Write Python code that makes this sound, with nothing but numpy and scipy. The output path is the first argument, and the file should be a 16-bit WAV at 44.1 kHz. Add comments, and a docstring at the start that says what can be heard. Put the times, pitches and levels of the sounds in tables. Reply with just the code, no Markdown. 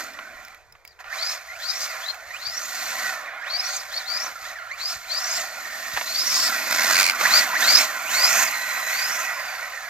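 """Small electric model car on open asphalt

It darts about, comes close, skids round and drives off. Gear teeth whine as shaken tones that climb with
each burst of throttle; filtered noise makes the drive train's rasp, the tyre roar and the fizz of grit.
Short noise hits are ticks and chassis knocks, sinking tones are brief low whirrs, and shaped noise is
the air, the breeze and soft bumps at the two microphones."""
import sys
import numpy as np
from scipy import signal
from scipy.fft import rfft, irfft
from scipy.io import wavfile
from scipy.ndimage import map_coordinates

SR = 44100
rng = np.random.default_rng(int(sys.argv[2]) if len(sys.argv) > 2 else 0)


def bounce(signal):
    """Save signal as a 16-bit WAV file at the path given by the first command-line argument."""
    frames = np.transpose(np.atleast_2d(signal))
    limited = np.clip(frames, -1, 1)
    pcm = np.round(limited * 32767).astype(np.int16)
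    wavfile.write(sys.argv[1], SR, pcm)


N = 436149
TIME, BINS = np.arange(N) / SR, np.fft.rfftfreq(N, 1 / SR)
SIDES = np.array([[.5], [-.5]])  # shares a left-minus-right difference between the two channels


def amp(db):
    """Decibels to gain."""
    return 10 ** (np.asarray(db) / 20)


def evened(x):
    """Scales to rms 1."""
    return x / np.sqrt(np.mean(x ** 2) + 1e-20)


def filtered(x, gain):
    """Multiplies the spectrum by a gain along frequency."""
    return irfft(rfft(x) * gain, N)


def read(points, hz=BINS):
    """Reads a spectrum table on a log-frequency axis."""
    f, value = np.transpose(points)
    return np.interp(np.log(hz + 1), np.log(np.abs(f) + 1), value)


def curves(rows, t=TIME):
    """The columns of a table as functions of time."""
    s, *columns = np.transpose(rows)
    return [np.interp(t, s, c) for c in columns]


def add(mix, s, sound):
    """Mixes a sound in at a time in seconds."""
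    part = mix[..., max(round(s * SR), 0):][..., :sound.shape[-1]]
    part += sound[..., :part.shape[-1]]


def wander(rate_hz):
    """Smooth random motion of rms 1, mostly slower than a rate."""
    return evened(filtered(rng.standard_normal(N), 1 / (1 + (BINS / rate_hz) ** 4)))


# Stereo likeness of the noises. Each row: frequency in Hz, left-right correlation from -1 to 1.
LIKENESS = [(40, -0.5), (130, 0.8), (600, 0.95), (2000, 0.94), (5000, 0.98), (9000, 0.67), (15000, 0.064)]


def pair(colour_db, drive=1):
    """Coloured noise at two microphones, alike in the midrange and unrelated at the very top."""
    a, b = rfft(rng.standard_normal((2, N)) * drive)
    same = np.clip(read(LIKENESS), -1, 1)
    other = same * a + np.sqrt(1 - same ** 2) * b
    x = irfft(np.array([a, other]) * amp(colour_db), N)
    return x / np.std(x.mean(0))


def scatter(x, t60, wet_db):
    """Adds a dying cloud of reflections, different at each microphone."""
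    t = TIME[:SR // 2]
    taps = rng.standard_normal((2, len(t))) * amp(-60 * t / t60) * (t > .0005)
    taps /= np.linalg.norm(taps, axis=1, keepdims=True)
    wet = signal.fftconvolve(np.atleast_2d(x), taps, axes=1)[:, :N]
    return (x + amp(wet_db) * wet) / np.hypot(1, amp(wet_db))


def ripple(depth_db, width_hz):
    """Many small fixed resonances of the chassis, as a gain along frequency."""
    knots = rng.standard_normal(1000)
    return amp(depth_db * np.interp(BINS / width_hz, np.arange(len(knots)), knots))


def pressed(on, off, attack_s, release_s):
    """The load of one burst or slide, 0-1: it builds exponentially and lets go along a bell curve."""
    build = 1 - np.exp(-np.clip(TIME - on, 0, off - on) / attack_s)
    return build * np.exp(-(np.maximum(TIME - off, 0) / release_s) ** 2)


def blows(rows, low_hz, high_hz, t60, ring_db=-100):
    """Short hits: a dying burst of noise in a band, with a brief ring where the row gives one."""
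    out, t = np.zeros((2, N)), TIME[:SR // 4]
    band = signal.butter(2, [low_hz, min(high_hz, SR / 2 - 1)], "bandpass", fs=SR, output="sos")
    for s, db, *ring in rows:
        noise = rng.standard_normal(len(t)) + .5 * rng.standard_normal((2, len(t)))
        hit = evened(signal.sosfilt(band, noise * amp(-60 * t / t60)))
        for hz in ring:
            tone = np.sin(2 * np.pi * hz * t) * amp(-60 * t / 0.02)
            hit = hit + amp(ring_db) * evened(tone)
        add(out, s, amp(db) * hit / abs(hit.mean(0)).max())
    return out


# Colour of the open air. Each row: frequency in Hz, density in dB per Hz.
AIR_COLOUR = [(20, 16), (68, 22.5), (198, -36), (319, 5), (459, 15), (897, 15.5), (1330, 11), (1610, -23),
              (3340, -26), (5080, -7), (10500, -60), (12800, -36)]
AIR_DB = -63


def open_air():
    """Steady air: noise shaped by a fixed spectrum."""
    return amp(AIR_DB) * pair(read(AIR_COLOUR))


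def breeze():
    """A little wind at the microphones: low noise whose level wanders slowly."""
    colour = [(15, 0), (50, -2), (95, -4), (140, -14), (400, -40), (2000, -80)]  # Hz, dB
    gusts = evened(amp(3 * wander(6)))
    return amp(-68.5) * pair(read(colour)) * gusts


# Soft low bumps at the microphones. Each row: start in seconds, peak in dB before a 6.5 dB cut.
SOFT_BUMPS = [(2.467, -41), (3.548, -44), (4.951, -40), (5.932, -34), (6.901, -45)]


def bumps():
    """Soft thuds at the microphones: deep, quickly dying noise."""
    return amp(-6.5) * blows(SOFT_BUMPS, 20, 130, t60=0.18)


# Grit ticking on the car. Each row: start in seconds, peak in dB before filtering, ring in Hz.
GRIT_TICKS = [(0.1361, -33, 5300), (0.4495, -32, 5300), (0.483, -33, 2020), (0.5462, -33, 2300),
              (0.724, -36.5, 5130), (0.8506, -29, 2270), (0.8763, -32, 5200), (2.145, -31, 2600),
              (2.4914, -36, 2370), (5.9354, -24, 3740), (7.277, -17, 1430)]


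def ticks():
    """Grit strikes the shell: bright clicks with a short ring, dulled around 9.5 kHz."""
    dip_db = -12 / (1 + ((BINS - 9500) / 2000) ** 4)
    return filtered(blows(GRIT_TICKS, 2200, 14000, t60=.022, ring_db=2), amp(dip_db))


# The chassis knocking over bumps. Each row: start in seconds, peak in dB at the car.
CHASSIS_KNOCKS = [(0.189, -24), (0.752, -41), (0.991, -36), (1.042, -32.5), (5.965, -19), (5.973, -13.5),
                  (6.011, -14), (7.012, -15), (7.21, -10)]


def knocks():
    """The chassis knocks: short midrange bursts of noise."""
    return blows(CHASSIS_KNOCKS, 700, 2300, t60=.035)


# Brief low whirrs. Each row: start in seconds, length in seconds, middle pitch in Hz, level in dB.
LOW_WHIRRS = [(0.194, 0.11, 1510, -45), (3.021, 0.15, 1460, -31), (4.352, 0.032, 1356, -34),
              (6.464, 0.1, 1390, -31)]


def whirrs(fall=0.085, rough=0.018, flutter_db=3.5):
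    """Brief low whirrs: rough, sinking tones from tyres or the slowing motor."""
    out, pitch_shake = np.zeros(N), wander(126)
    flutter = evened(amp(flutter_db * wander(66)))
    for s, length, hz, db in LOW_WHIRRS:
        u = np.linspace(-.5, .5, int(length * SR))
        roughness = rough * pitch_shake[int(s * SR):][:len(u)]
        turns = np.cumsum(hz * (1 - fall * u + roughness)) / SR
        swell = signal.windows.tukey(len(u), .4)
        add(out, s, amp(db) * np.sqrt(2) * np.sin(2 * np.pi * turns) * swell)
    return out * flutter


# Tyres hopping in the skid. Each row: time in seconds, depth 0-1, mean hops per second.
SKID_HOPS = [(6.69, 0, 70), (6.72, .68, 70), (6.9, .5, 95), (6.98, .72, 92), (7.11, .85, 82), (7.16, 0, 80)]


def judder(uneven_db=0.8, scuff_db=0.5):
    """The load on the wheels: uneven asphalt, and in the skid scuffs and quick hops of unequal strength."""
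    depth, rate = curves(SKID_HOPS)
    hops = np.cumsum(rate * (1 + .25 * wander(60.1))) / SR
    strikes = evened(np.exp(1.3 * np.cos(2 * np.pi * hops)) * amp(1.8 * wander(50)))
    depth = np.clip(depth, 0, 1)
    hopping = np.sqrt(1 - depth + depth * strikes ** 2)
    asphalt = evened(amp(uneven_db * wander(45)))
    return hopping * asphalt * amp(scuff_db * depth * wander(200))


# Bursts of throttle. Each row: on in seconds, off in seconds, whine in dB, coasting whine in dB (both before
# radiation), whine left minus right in dB, added roar in dB, added rasp in dB.
THROTTLE = [(0.854, 0.928, -53.5, -66, 0, 1, 7), (1.092, 1.325, -28, -46, 1, 9, 19),
            (1.58, 1.834, -27.5, -39.5, 4, 3.5, 9.5), (2, 2.102, -22, -66, 7, 0, 4),
            (2.364, 2.679, -30.5, -56, 1, 1, -0.5), (3.459, 3.766, -25.5, -41, 1, 4.5, 12.5),
            (3.899, 3.989, -23.5, -28, 0, 4, 5.5), (4.064, 4.26, -27.5, -50, 6, 9.5, 8),
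            (4.413, 4.49, -34.5, -62, -5, 6.5, 5), (4.771, 4.917, -26, -63.5, 0.5, 5.5, 13.5),
            (5.078, 5.405, -25, -47, 3.5, 8.5, 11), (6.056, 6.469, -24, -40, -1, 2.5, 3),
            (7.186, 7.388, -16.5, -23.5, 1.5, 6.5, 14), (7.578, 7.812, -15.5, -43, -2, 8.5, 15),
            (8.088, 8.425, -21, -30.5, -2, 8, 13.5), (8.867, 9.217, -29.5, -40.5, -1, 1.5, 6.5)]
# Sideways slides. Each row: start in seconds, end in seconds, added roar in dB, added rasp in dB.
SIDE_SLIDES = [(2.721, 3.102, 5, 3), (6.702, 6.981, 7, 12), (6.985, 7.063, 0.5, 7.5)]
ATTACK_S, RELEASE_S = 0.012, 0.053  # of the load on the car
ROAR_AT_ONCE, RASP_AT_ONCE = 0.55, 0.65  # share of the added dB that comes at once; the rest builds up


def effort():
    """Decibels that bursts and slides add to the roar and to the rasp."""
    roar, rasp = np.zeros((2, N))
    for on, off, *_, roar_db, rasp_db in THROTTLE + SIDE_SLIDES:
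        load = pressed(on, off, ATTACK_S, RELEASE_S)
        roar += roar_db * load * np.interp(TIME, [on, off], [ROAR_AT_ONCE, 1])
        rasp += rasp_db * load * np.interp(TIME, [on, off], [RASP_AT_ONCE, 1])
    return roar, rasp


# Motor speed through each run-up and run-down. Each row: time in seconds, mean gear tooth rate in Hz.
MOTOR_SPEED = [(.857, 4750), (.912, 4730), (.95, 3110), (1.02, 1315), (1.11, 1500), (1.14, 2150),
               (1.19, 4000), (1.25, 4900), (1.345, 5450), (1.39, 4100), (1.47, 1900), (1.545, 2200),
               (1.595, 3200), (1.655, 4500), (1.84, 6410), (1.87, 5700), (1.94, 3800), (1.975, 2900),
               (2.005, 2900), (2.09, 4200), (2.115, 4200), (2.19, 1700), (2.3, 1830), (2.355, 2550),
               (2.38, 3250), (2.42, 4150), (2.57, 5650), (2.68, 6930), (2.85, 4240), (3.2, 3506),
               (3.3, 1278), (3.43, 1700), (3.475, 3500), (3.505, 4300), (3.56, 4600), (3.755, 6800),
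               (3.81, 4740), (3.87, 1350), (3.905, 3105), (3.95, 4350), (3.98, 4515), (4.035, 3360),
               (4.09, 4480), (4.17, 4980), (4.26, 6060), (4.3, 4300), (4.42, 2850), (4.48, 4000),
               (4.51, 3850), (4.56, 1950), (4.6, 1400), (4.68, 1400), (4.76, 2700), (4.81, 4200),
               (4.87, 5000), (4.925, 5300), (4.955, 4055), (5, 1996), (5.045, 2194), (5.07, 3850),
               (5.23, 5480), (5.39, 7450), (5.46, 4760), (5.7, 3670), (6.04, 3710), (6.14, 4450),
               (6.215, 5020), (6.33, 6200), (6.45, 7650), (6.7, 4094), (6.85, 3900), (7.15, 1400),
               (7.225, 1050), (7.255, 1800), (7.31, 3800), (7.34, 4450), (7.385, 5050), (7.415, 4000),
               (7.445, 2400), (7.49, 995), (7.535, 1000), (7.57, 2000), (7.595, 2500), (7.62, 3480),
               (7.71, 4800), (7.77, 5100), (7.825, 5600), (7.88, 3900), (7.93, 3200), (8.02, 2200),
               (8.065, 2300), (8.11, 3300), (8.15, 4200), (8.22, 4790), (8.28, 5170), (8.43, 6850),
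               (8.5, 4120), (8.89, 4016), (9.05, 4990), (9.22, 6500), (9.26, 5570), (9.38, 5070),
               (9.88, 3275)]
STREAK_DB, STREAK_S = 3.2, .05  # depth and life of the streaks
STREAK_WIDTH, STREAK_FOLLOW = .075, .5  # width as share of their pitch; how far they follow the speed, 0-1


def streaks(x):
    """Shafts and belts feed the roar unevenly: narrow bands swell and fade, sliding with the motor's speed."""
    hz, t, z = signal.stft(x, SR, nperseg=768, noverlap=576)
    speed = curves(MOTOR_SPEED, t)[0].clip(1)
    slide = STREAK_FOLLOW * np.log(speed / speed.max())
    place = (np.log(hz[:, None] + 1) - slide) / STREAK_WIDTH
    moment = t / STREAK_S + 0 * place
    field = map_coordinates(rng.standard_normal((400, 400)), [place, moment], order=3, mode="wrap")
    gain = evened(amp(STREAK_DB * field.clip(-2, 2)))
    return signal.istft(z * gain, SR, nperseg=768, noverlap=576)[1][:, :N]


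# Ringing of the plastic shell. Each row: frequency in Hz, width in Hz, strength in dB.
SHELL_MODES = [(1033, 67, -6.5), (1942, 25, 7.5), (2528, 72, 3), (4400, 84, -1), (4876, 46, 10)]


def shell_db():
    """The lift in dB that the shell's resonances give."""
    peaks = (amp(db) / (1 + (2 * (BINS - hz) / width) ** 2) for hz, width, db in SHELL_MODES)
    return 20 * np.log10(1 + sum(peaks))


# Drive train rasp. Each row: frequency in Hz, density in dB per Hz.
RASP_COLOUR = [(1590, -25), (2700, -2), (3040, -3.5), (4100, 4), (4560, 4), (6110, 2), (6870, 0.5),
               (7330, 0), (8010, -10.5), (9500, -8), (11000, -41.5), (14300, -44), (22000, -120)]
# Extra filter for the rasp from behind the car. Each row: frequency in Hz, gain in dB.
BEHIND_COLOUR = [(2700, 0.8), (3500, -4), (4400, -7), (5300, -3), (6900, 2), (9000, 1)]
# How far the tail faces the microphones. Each row: time in seconds, share 0-1.
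TAIL_FACING = [(7.85, 0.042), (8.15, 1), (9.2, 0.9), (9.6, 0.076)]


def drive_train(load, ring):
    """Grainy noise through the shell, its fine resonances changing as the car turns."""
    grains = evened(amp(2 * wander(870))) * load
    # as the car turns, its two ends face the microphones in turn, each with its own fine resonances
    facing = np.pi / 2 * TIME / 1.3
    rattle = np.zeros((2, N))
    for share in (np.cos(facing), np.sin(facing)):
        end = filtered(pair(read(RASP_COLOUR) + .7 * ring, grains), ripple(3.2, 65))
        rattle += evened(end) * share
    behind = curves(TAIL_FACING)[0].clip(0, 1)
    rattle /= np.std(rattle.mean(0))
    return (1 - behind) * rattle + behind * filtered(rattle, amp(read(BEHIND_COLOUR)))


# Tyre roar of the distant car. Each row: frequency in Hz, density in dB per Hz.
FAR_COLOUR = [(260, -34), (450, -25), (539, -9), (640, -0.5), (761, 1), (889, -13.5), (965, -4.5),
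              (1200, -3), (1430, 4.5), (1630, -3), (1820, 3), (1920, 0.5), (2380, -3.5), (2690, -14.5),
              (3200, -17), (4160, -16.5), (7040, -120)]
# Tyre roar of the near car. Each row: frequency in Hz, density in dB per Hz.
NEAR_COLOUR = [(260, -53), (450, -21.5), (640, -2.5), (749, -2.5), (919, -8), (1020, -1), (1130, -3.5),
               (1520, 4), (1690, -2), (1920, 0), (2090, 1.5), (2440, -4.5), (3000, -15), (3200, -13.5),
               (4160, -23), (7040, -120)]
# Chassis drumming. Each row: frequency in Hz, density in dB per Hz.
DRUM_COLOUR = [(65, -45), (130, -12), (190, -0.5), (231, 3.5), (262, 2.5), (310, 3.5), (442, -6.5),
               (520, -6), (680, 12), (1140, -120)]
# Level of the drumming. Each row: time in seconds, dB relative to the roar before its trim.
DRUM_LEVEL = [(0.3, -14.5), (1.25, -44), (3.05, -22.5), (3.7, -37), (4.25, -22.5), (4.8, -35.5),
              (5.75, -21), (6.85, -19), (7.75, -21.5), (8.6, -28), (9.6, -34)]
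# Fizz of grit. Each row: frequency in Hz, density in dB per Hz.
FIZZ_COLOUR = [(6180, -9.5), (10500, -7.5), (11100, -9), (12200, 6), (12800, 7), (14400, -1.5), (15300, -1),
               (16000, -61.5)]
# Nearness of the car. Each row: time in seconds, nearness 0-1.
NEARNESS = [(5.8, 0), (6.7, 0.88), (9.1, 1), (9.9, 0)]
NEAR_FIZZ_DB = 2.5  # less treble is lost on the way when the car is near


def rolling(tyre, rasp, fizz, load, tyre_db=-1.5, rasp_db=4.0, drum_db=0, fizz_db=-5.5, grit_db=4):
    """Tyres and drive train shake the shell; the roar changes colour as the car comes close."""
    drum, = curves(DRUM_LEVEL)
    ring = shell_db()
    close = curves(NEARNESS)[0].clip(0, 1)
    far_roar = pair(read(FAR_COLOUR) + .5 * ring, load)
    near_roar = pair(read(NEAR_COLOUR) + ring, load)
    roar = np.sqrt(1 - close) * far_roar + np.sqrt(close) * near_roar
    small_db = -10 * np.log10(1 + (165 / (BINS + 1)) ** 8)  # so small a chassis radiates no deep bass
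    grit = evened(amp(grit_db * wander(9600).clip(-3, 3))) * load
    out = amp(tyre + tyre_db) * streaks(roar)
    out += amp(tyre + drum + drum_db) * pair(read(DRUM_COLOUR) + small_db, load)
    out += amp(rasp + rasp_db) * drive_train(load, ring)
    return out + amp(fizz + fizz_db + NEAR_FIZZ_DB * close) * pair(read(FIZZ_COLOUR), grit)


# Panels and gear case ringing while speed or a skid shakes them. Each row: on in seconds, off in seconds,
# frequency in Hz, width in Hz, level in dB.
PANEL_RINGS = [(1.794, 1.847, 4970, 263, -31), (3.623, 3.748, 4420, 260, -34),
               (5.28, 5.37, 5110, 129.6, -30), (5.6, 6.004, 1840, 99, -37.5),
               (6.282, 6.468, 5250, 111, -25), (6.317, 6.477, 4600, 197, -27.5),
               (6.713, 7.1, 1552, 170, -32), (6.95, 7.102, 2270, 257.7, -22.5),
               (6.93, 7.089, 4500, 491, -24), (8.46, 9.24, 1914, 71, -34.5), (9.25, 9.577, 1850, 90.7, -45)]
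WHINE_ATTACK_S, WHINE_RELEASE_S = 0.012, 0.014  # the release also ends the panel rings


def ringing(load, apart=0.9):
    """Shaken by the load on the wheels, one resonance after another stands out of the roar."""
    out = np.zeros((2, N))
    shake = (rng.standard_normal(N) + apart * rng.standard_normal((2, N))) * load
    for on, off, hz, width, db in PANEL_RINGS:
        at = slice(int(on * SR), int((off + 0.16) * SR))
        ring = signal.lfilter(*signal.iirpeak(hz, hz / width, SR), shake[:, at])
        out[:, at] += amp(db) * evened(ring) * pressed(on, off, ATTACK_S, WHINE_RELEASE_S)[at]
    return out


# The motor growling at low speed before it picks up. Each row: on in seconds, off in seconds,
# level in dB before the growl lift.
MOTOR_GROWLS = [(1.043, 1.15, -38), (1.482, 1.56, -35), (2.3, 2.36, -33), (3.379, 3.455, -34),
                (4.551, 4.745, -33.5), (5.007, 5.058, -41), (7.212, 7.262, -26), (7.52, 7.572, -19.5),
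                (8.02, 8.095, -27.5)]
# Harmonics of the growl. Each row: multiple of the tooth rate, level in dB.
GROWL_HARMONICS = [(1, -2), (2, -18), (3, -19)]


def growling(hz, mesh, lift_db=2.0):
    """Low harmonics of the tooth rate, blooming as they pass the shell's main resonance."""
    growl = np.zeros(N)
    for on, off, db in MOTOR_GROWLS:
        growl += amp(db + lift_db) * pressed(on, off, WHINE_ATTACK_S, WHINE_RELEASE_S)
    buzz = sum(amp(db) * np.cos(round(k) * mesh) for k, db in GROWL_HARMONICS)
    bloom = .5 + 1 / (1 + ((hz - 1950) / 170) ** 2)
    return growl * buzz * bloom


# How well the car radiates the whine. Each row: tooth rate in Hz, gain in dB.
WHINE_RADIATION = [(1900, -7.5), (2700, -29), (3300, -17), (4000, -8), (4550, -1), (4820, 0), (5020, 3.5),
                   (5300, -4.5), (6200, -3.5), (7500, -7.5)]
COAST_FADE_S = 1.6
COAST_SING = .65  # the second gear stage never sings below this share of its full-throttle strength
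SKIP_HZ = 5500  # around and above this tooth rate the teeth skip, and the whine grows rough
WHEEL_TUG, TEETH_PER_TURN = .013, 115  # each wheel turn tugs at the speed: share of speed, teeth per turn
JITTER, WARBLE, COGGING = .009, .009, .036  # fast and slow speed error, jerks of the slow motor: shares of speed
FLUTTER_DB, SIDEBAND_DB, SPUR_DB = 3.0, -12, -2


def whine(roar_db, rasp_db, wobble=0.26, order=17):
    """Gear teeth mesh at a pitch that shakes with the road; the pinion sways once a turn."""
    hz = curves(MOTOR_SPEED)[0].clip(1)
    tug = WHEEL_TUG * np.sin(2 * np.pi * np.cumsum(hz) / SR / TEETH_PER_TURN)
    speed_error = JITTER * wander(266) + WARBLE * wander(63) + tug
    flutter = FLUTTER_DB * wander(70)
    # loose teeth strike unevenly, which wraps the tone in a rough halo
    backlash = .27 * wander(700)
    sides = np.array([evened(amp(flutter + 1.6 * wander(25))) for side in range(2)])
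    # the gears chatter under throttle and run truer when coasting
    strain = np.clip(1.5 + (rasp_db - roar_db) / 20, .25, 1.15)
    cogging = COGGING * wander(200) / (1 + (hz / 2700) ** 8)
    skipping = .016 * wander(600) / (1 + (SKIP_HZ / hz) ** 20)
    mesh = 2 * np.pi * np.cumsum(hz * (1 + strain * speed_error + cogging + skipping)) / SR
    # uneven teeth put side tones at multiples of the shaft rate
    uneven = sum(amp(SIDEBAND_DB) * wander(32) * np.cos(k * mesh / order) for k in range(2, 5))
    sway = 1 + strain * (wobble * np.cos(mesh / order) + backlash + uneven)
    level, throttle = np.zeros((2, N)), np.zeros(N)
    radiation = amp(read(WHINE_RADIATION, hz))
    next_starts = [row[0] for row in THROTTLE[1:]] + [N / SR]
    for (on, off, db, coast_db, pan_db, *_), until in zip(THROTTLE, next_starts):
        driven = pressed(on, off, WHINE_ATTACK_S, WHINE_RELEASE_S)
        fade = np.exp(-np.maximum(TIME - off, 0) / COAST_FADE_S)
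        coasting = pressed(off, until, WHINE_ATTACK_S, WHINE_RELEASE_S) * fade
        level += (amp(db) * driven + amp(coast_db) * coasting) * radiation * amp(pan_db * SIDES)
        throttle += driven
    # a second gear stage, an octave lower, sings as it crosses the shell's resonance near 1.7 kHz
    resonance = 1 / np.sqrt(1 + ((hz / 2 - 1700) / 480) ** 6)
    spur = np.maximum(throttle, COAST_SING) * amp(roar_db + SPUR_DB) * np.cos(mesh / 2) * resonance
    tone = level * np.cos(mesh) * sway + growling(hz, mesh) * (1 + .5 * (sway - 1))
    # the small gear case radiates no bass
    out = filtered(tone, ripple(2.2, 140) / (1 + (700 / (BINS + 1)) ** 6))
    return scatter(out * sides + spur * sides[0], t60=.035, wet_db=-6)


# Colour difference of the ports. Each row: frequency in Hz, left minus right in dB before the overall pan.
PORT_TILT = [(200, 3), (600, 3.5), (1300, 2.5), (2500, 0.5), (4500, 9), (8000, -3), (12500, 1)]
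# Phase difference of the ports. Each row: frequency in Hz, lead of the left microphone in radians.
PORT_LEAD = [(400, -0.027), (1000, -0.35), (2200, -0.85), (4500, -1.58), (12000, -1.5)]
PAN_DB = -6  # overall left minus right


def microphones(x):
    """The two ports differ in colour, phase and level."""
    ports = amp(SIDES * read(PORT_TILT)) * np.exp(1j * SIDES * read(PORT_LEAD))
    ports /= np.sqrt(abs(ports.mean(0)) + 1e-6)
    return filtered(x, ports) * amp(SIDES * PAN_DB)


# The car rolling with no throttle. Each row: time in seconds, tyre roar in dB, drive train rasp in dB,
# both before the trims of the rolling layers.
ROLL_LEVEL = [(0, -33.5, -41.5), (0.15, -41, -57.5), (0.49, -42.5, -59.5), (0.65, -56.5, -72.5),
              (0.985, -61, -77.5), (1.005, -36, -54), (1.032, -49, -68), (1.06, -39.5, -61),
              (1.45, -42.5, -55), (1.95, -34, -45), (2.2, -40, -56), (2.7, -36.5, -39.5),
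              (3.1, -33.5, -41.5), (3.33, -34.5, -60.5), (3.87, -38, -49.5), (4.48, -42, -51),
              (4.62, -41, -59), (5.0, -41, -50), (5.55, -35.5, -46.5), (6.2, -36, -37.5),
              (6.55, -27.5, -35.5), (7.16, -28, -42), (7.48, -26, -39), (7.95, -30, -41.5),
              (8.75, -28, -38.5), (9.44, -29.5, -45), (9.8, -35, -48)]
FIZZ_FOLLOW = 0.83  # share of the added rasp dB that the fizz of grit follows


def scene():
    """The car, placed between the microphones, with a faint open-air echo, the air and the breeze."""
    (roar, rasp), (more_roar, more_rasp) = curves(ROLL_LEVEL), effort()
    load = judder()
    fizz = rasp + FIZZ_FOLLOW * more_rasp
    car = ticks() + knocks() + whirrs()
    car += rolling(roar + more_roar, rasp + more_rasp, fizz, load)
    car += ringing(load)
    car += whine(roar + more_roar, rasp + more_rasp)
    car = scatter(microphones(car), t60=.25, wet_db=-20)
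    return open_air() + breeze() + bumps() + car


EDGE_HZ = 16100


def record(dry):
    """Rounds off the highest peaks, then cuts the treble steeply above the band edge."""
    dry = dry / (1 + (dry / .9) ** 8) ** (1 / 8)
    low_pass = signal.firwin(511, EDGE_HZ, window=("kaiser", 9), fs=SR)
    return signal.oaconvolve(dry, low_pass[None], "same")


dry = scene()
out = record(dry)
bounce(out)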